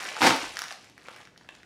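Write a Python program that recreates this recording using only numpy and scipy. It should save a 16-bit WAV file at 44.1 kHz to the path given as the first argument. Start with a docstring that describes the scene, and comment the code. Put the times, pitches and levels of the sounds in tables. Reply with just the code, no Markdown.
"""Thin plastic crinkles and ticks as hands tense a padded mailer in a small bedroom, a few steps away.
One quick pull rips it open: the tear runs in slips and hard jerks that thump the pouch, the parting
film fizzes and the swinging pouch pushes a puff of air. Creases pop back and rustle, and the torn
strip is put down with a light, hollow tap. Bare walls add a short, bright tail over quiet room tone."""
import sys
import numpy as np
from scipy import signal
from scipy.fft import rfft, irfft
from scipy.io import wavfile

SR = 44100
rng = np.random.default_rng(int(sys.argv[2]) if len(sys.argv) > 2 else 0)


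def to_wav(sig):
    """Store sig (one row per channel, or 1-D mono) as 16-bit WAV at the path in sys.argv[1].

    Samples outside -1..1 are clipped; the rate is SR.
    """
    pcm = np.clip(np.atleast_2d(sig), -1, 1) * 32767
    pcm = np.round(pcm).astype(np.int16)
    wavfile.write(sys.argv[1], SR, pcm.T)  # frames by channels


N = 72765

# Tone curves (f/Hz, relative level/dB)
ROOM_TONE_EQ = [(20, 0), (50, -4.5), (130, 2.5), (300, -0.5), (600, -6), (2000, -29.5), (6000, -28),
                (15500, -40)]  # low, still air
SWISH_EQ = [(15, -18), (45, 0), (75, 2.5), (150, -2), (500, -37)]  # bassy puff
SCUFF_EQ = [(150, -6), (600, -3), (1500, -3), (2800, 0), (3600, -15), (5500, -10), (8000, -30),
            (15500, -48)]  # dull contact of the tap
FILM_EQ = [(60, -21), (250, -9.5), (700, -1), (1300, -2), (2300, 0), (3500, -5.5), (5000, -8.5),
           (8000, -16), (10000, -18), (15500, -47)]  # midrange rustle
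TICK_EQ = [(300, -20), (2000, -6), (5000, 0), (10000, -3), (12500, -9), (15500, -21)]  # crisp crackle
CRACK_EQ = [(100, -22), (500, -6.5), (1500, -4.5), (3500, -4), (5600, -1), (8000, -11.5), (12000, -16.5),
            (15500, -24)]  # broad snap of a crease
TEAR_EQ = [(30, -14), (80, -27), (135, -7), (280, 2), (450, -1), (900, 4.5), (1400, -6), (2300, -2.5),
           (3500, -11), (7000, -19.5), (15500, -37)]  # thick body of the rip
FIZZ_EQ = [(200, -17.5), (1000, -5), (2500, 1.5), (3500, -0.5), (5200, 0.5), (8000, -9.5), (11000, -13.5),
           (15500, -33)]  # bright edge of the rip
# Envelopes (t/s, level/dB)
SWISH_ENV = [(.2, -75), (.25, -65), (.31, -48), (.37, -67), (.52, -59), (.6, -75)]  # air pushed by the pouch
FLEX_ENV = [(0, -38.5), (.085, -40), (.15, -44), (.2, -37), (.36, -41), (.44, -38.5), (.48, -42),
            (.54, -49), (.6, -44), (.66, -51.5), (.72, -46.5), (.76, -61.5), (.85, -57.5), (.95, -68),
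            (1.05, -53.5), (1.12, -54), (1.21, -53), (1.3, -73), (1.48, -64.5), (1.57, -57.5), (1.65, -69)]  # hands flexing the film
PULL_ENV = [(.205, -28.5), (.222, -25), (.24, -18.5), (.272, -18.5), (.288, -26.5), (.308, -32),
            (.325, -45.5), (.36, -65)]  # pull on the tear
FIZZ_ENV = [(.205, -62), (.225, -28), (.245, -30), (.278, -21), (.295, -29.5), (.32, -38.5), (.36, -58)]  # film parting
# Decay of the wall reflections (f/Hz, t60/s)
WALL_DECAY = [(125, 0.31), (300, 0.37), (700, .47), (2000, 0.41), (5000, 0.59), (14000, 0.27)]
# Hollow modes of the tap (f/Hz, decay to 1/e in t/s, level/dB)
TAP_MODES = [(626, 0.0028, -47), (1000, .0012, -38), (1644, 0.0023, -32.5), (2640, 0.0027, -33.5)]
# Creases popping over (t/s, ring f/Hz, ring level/dB, crack level/dB before its low-pass)
CREASE_POPS = [(.009, 1850, -32, -29), (0.0247, 2250, -26.5, -30), (0.029, 2200, -47, -17),
               (0.053, 2010, -24.5, -22), (0.062, 2210, -24.5, -40), (.089, 2330, -26, -18),
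               (0.1666, 1260, -22.5, -17.5), (.212, 1850, -22, -9.5), (0.364, 2400, -42, -9.5),
               (0.416, 2230, -24.5, -18), (.43, 316, -35, -27), (.558, 2300, -48, -22),
               (0.5697, 1400, -22.5, -14), (.570, 3000, -18, -13.5), (0.5905, 1435, -25.5, -24),
               (0.5913, 5850, -15, -17), (.6187, 1550, -22.5, -8.5), (0.639, 1800, -25, -17),
               (.642, 1350, -47, -20), (0.672, 1950, -53, -34), (.683, 3900, -28, -21.5),
               (0.708, 1740, -26.5, -23), (0.713, 2040, -35, -21), (.7145, 830, -31.5, -44),
               (.7243, 716, -35.5, -17), (0.844, 2300, -47.5, -29), (0.898, 1700, -50, -33),
               (.9788, 1870, -36, -26.5), (1.0851, 1470, -29, -31), (1.0846, 487, -38, -37),
               (1.162, 1700, -39, -25), (1.205, 850, -41, -51), (1.2135, 1630, -39, -30),
               (1.2528, 2230, -39.5, -32), (1.2735, 1560, -39.5, -38), (1.3613, 1910, -36.5, -48),
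               (1.377, 4400, -35, -28), (1.4113, 1750, -39.5, -39), (1.447, 1380, -44, -41),
               (1.551, 1850, -38.5, -29), (1.632, 2000, -36, -36)]
# Low resonances of the pouch and the room around it (f/Hz, t60/s, relative level/dB)
THUMP_MODES = [(132, 0.23, -40.5), (193, .14, -50), (255, 0.12, -36), (318.5, .14, -35.5)]
# Hard jerks of the tear (t/s, thwack f/Hz, thwack level/dB)
TEAR_JERKS = [(0.2182, 1280, -8), (.2187, 794, -4.5), (0.2208, 2280, -10), (.2247, 1000, -19),
              (.2285, 1410, -3), (0.2341, 1750, -9.5), (0.242, 1330, -5.5), (0.2462, 940, -2.5),
              (.2517, 880, -11), (0.2672, 1870, -6), (0.2667, 2630, -4.5), (0.2734, 1160, -4),
              (0.278, 1200, -12.5), (0.2935, 1210, -7), (0.3069, 1197, -5), (.3195, 1000, -19)]


def undb(db):
    """Decibels to gain."""
    return 10 ** (np.asarray(db) / 20)


def unit(x):
    """Scale to rms 1."""
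    return x / np.sqrt(np.mean(x ** 2) + 1e-18)


def envelope(points, hold=False):
    """Gain over time from (t/s, level/dB) points; silent outside them, unless held."""
    s, db = np.array(points).T
    t = np.arange(N) / SR
    gain = undb(np.interp(t, s, db))
    return gain if hold else gain * (t >= s[0]) * (t <= s[-1])


def conv(x, response):
    """Play x through an impulse response."""
    return signal.fftconvolve(x, response)[:N]


def eq(x, points, size=4096):
    """Minimum-phase filter of unit energy, shaped by (f/Hz, level/dB) points."""
    hz, db = np.array(points).T
    n = np.arange(size)
    bin_hz = np.arange(size // 2 + 1) * SR / size
    gain = undb(np.interp(np.log(bin_hz + 1), np.log(hz), db))
    cepstrum = irfft(np.log(gain))
    causal = 2 * cepstrum * (n < size // 2) - cepstrum * (n == 0)
    response = irfft(np.exp(rfft(causal)))
    return conv(x, response / np.linalg.norm(response))


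def ring(hz, decay_s):
    """A damped oscillation that falls to 1/e in decay_s and pushes no net air."""
    t = np.arange(int(7 * decay_s * SR) + 2) / SR
    phase = 2 * np.pi * hz * t
    swing = np.sin(phase) * np.exp(-t / decay_s) * (1 - np.exp(-phase))
    return np.diff(swing, prepend=0) / (2 * np.sin(np.pi * hz / SR))


def burst(decay_s, size=512):
    """A tiny avalanche of fractures that builds up and dies, of unit energy."""
    age = np.arange(size) / SR / decay_s
    grain = rng.choice([-1, 1], size) * np.exp(-age) * (1 - np.exp(-10 * age))
    return grain / np.linalg.norm(grain)


def clicks(per_s, scatter_db):
    """Random clicks, most small and a few large."""
    size = undb(scatter_db * np.minimum(rng.exponential(size=N), 3.5))
    return (rng.random(N) < per_s / SR) * size * rng.choice([-1, 1], N)


def add(out, s, sound):
    """Mix a sound in at time s."""
    i = max(int(s * SR), 0)
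    out[i:i + len(sound)] += sound[:max(N - i, 0)]


def room_tone(level_db=-61.5):
    """The quiet air of the bedroom: a steady bed of dark noise."""
    return undb(level_db) * eq(rng.standard_normal(N), ROOM_TONE_EQ)


def reflections(bands=9, predelay_s=0.0024):
    """Dense wall reflections that die away at a different rate in each octave."""
    t = np.arange(N) / SR
    spectrum = rfft(rng.standard_normal(N))
    octave = np.log2(np.arange(len(spectrum)) * SR / N + 1)
    centres = np.geomspace(60, 15000, bands)
    hz, t60 = np.array(WALL_DECAY).T
    tail = np.zeros(N)
    for centre, pick in zip(centres, np.eye(bands)):
        band = irfft(spectrum * np.interp(octave, np.log2(centres), pick), N)
        band_t60 = np.interp(np.log(centre), np.log(hz), t60)
        tail += band * np.exp(-np.log(1000) * t / band_t60)
    tail *= t > predelay_s
    return tail / np.linalg.norm(tail)


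def room_reverb(x, wet_db=-4.5, move_hz=5):
    """The mailer keeps moving, so its sound shifts between two sets of reflections."""
    turn = 2 * np.pi * move_hz * np.arange(N) / SR
    return undb(wet_db) * (conv(x * np.cos(turn), reflections()) + conv(x * np.sin(turn), reflections()))


def pouch_swish():
    """The swinging pouch pushes air in two soft, low puffs."""
    return eq(rng.standard_normal(N), SWISH_EQ) * envelope(SWISH_ENV)


def strip_tap(at_s=1.4897):
    """The strip is put down: one light, scuffing knock on something small and hollow."""
    contact = np.zeros(N)
    add(contact, at_s, undb(-23) * burst(decay_s=0.0012))
    knock = eq(contact, SCUFF_EQ)
    for hz, decay_s, db in TAP_MODES:
        add(knock, at_s, undb(db) * ring(hz, decay_s))
    return knock


def film_crinkle(pitches=14, buckles_per_s=1100, ring_cycles=1.01, tick_decay_s=0.00078):
    """Small creases buckle as the film flexes, each with a brief pitch; taut film also crackles."""
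    rustle = np.zeros(N)
    for hz in np.geomspace(250, 14000, pitches):
        buckles = clicks(buckles_per_s / pitches, scatter_db=2)
        rustle += np.sqrt(hz) * unit(conv(buckles, ring(hz, ring_cycles / hz)))
    fractures = np.abs(clicks(per_s=400, scatter_db=2.5))
    tick_env = signal.lfilter([1], [1, -np.exp(-1 / (tick_decay_s * SR))], fractures)
    ticks = unit(eq(tick_env * rng.standard_normal(N), TICK_EQ))
    flex = envelope(FLEX_ENV, hold=True)
    crispness = undb(-12) * (flex / flex.max()) ** 0.34  # the tauter the film, the more it ticks
    return (unit(eq(rustle, FILM_EQ)) + crispness * ticks) * flex


def crease_pops(ring_cycles=1.7, mode_spread=0.24, crisp_db_per_octave=9.5):
    """Large creases snap over, each with a sharp crack and a few cycles of the panel's close modes."""
    rings, cracks = np.zeros(N), np.zeros(N)
    for s, hz, ring_db, crack_db in CREASE_POPS:
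        # the more a pop cracks rather than rings, the brighter its crack
        cutoff_hz = min(5500 * 2 ** ((crack_db - ring_db) / crisp_db_per_octave), SR / 2 - 2000)
        crack = signal.lfilter(*signal.butter(2, cutoff_hz, fs=SR), burst(decay_s=0.0009))
        add(cracks, s, undb(crack_db) * crack)
        add(rings, s, undb(ring_db) * ring(hz, ring_cycles / hz))
        for side, detune in zip((-1, 1), rng.standard_normal(2)):
            side_hz = hz * np.exp(side * mode_spread + 0.23 * detune)
            add(rings, s, np.sign(detune) * undb(ring_db - 6) * ring(side_hz, ring_cycles / side_hz))
    return rings + eq(cracks, CRACK_EQ)


def pouch_thump(slips):
    """The tear's slips shake low resonances of the pouch and room, giving the rip its weight."""
    return sum(undb(db - 12) * unit(conv(slips, ring(hz, t60 / np.log(1000))))
               for hz, t60, db in THUMP_MODES)


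def film_fizz():
    """The parting film sheds a fine, bright spray of clicks."""
    return eq(unit(clicks(per_s=3500, scatter_db=4)) * envelope(FIZZ_ENV), FIZZ_EQ)


def rip(thwack_cycles=0.76, crack_boost_db=6.5):
    """The tear advances in small slips and hard, thwacking jerks; returns its sound and the raw slips."""
    slips = unit(clicks(per_s=800, scatter_db=3)) * envelope(PULL_ENV)
    thwacks = np.zeros(N)
    for s, hz, db in TEAR_JERKS:
        add(slips, s, undb(db + crack_boost_db) * burst(decay_s=0.00075))
        add(thwacks, s, undb(db) * ring(hz, thwack_cycles / hz))
    return eq(slips, TEAR_EQ) + thwacks, slips


def scene():
    """Mono mix: the plastic and the tap feed the reverb; thump, swish and room tone sit underneath."""
    tear, slips = rip()
    direct = tear + film_fizz() + film_crinkle() + crease_pops() + strip_tap()
    low_layers = pouch_thump(slips) + pouch_swish() + room_tone()
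    return (direct + room_reverb(direct) + low_layers)[None]


def record(dry, low_cut_hz=47, high_cut_hz=15650):
    """Drop the deep bass, round the highest peaks and cut the very top."""
    low_cut = signal.butter(3, low_cut_hz, "high", fs=SR, output="sos")
    high_cut = signal.ellip(10, 0.2, 80, high_cut_hz, fs=SR, output="sos")
    rounded = np.tanh(signal.sosfilt(low_cut, dry))
    return signal.sosfilt(high_cut, rounded)


dry = scene()
out = record(dry)
to_wav(out)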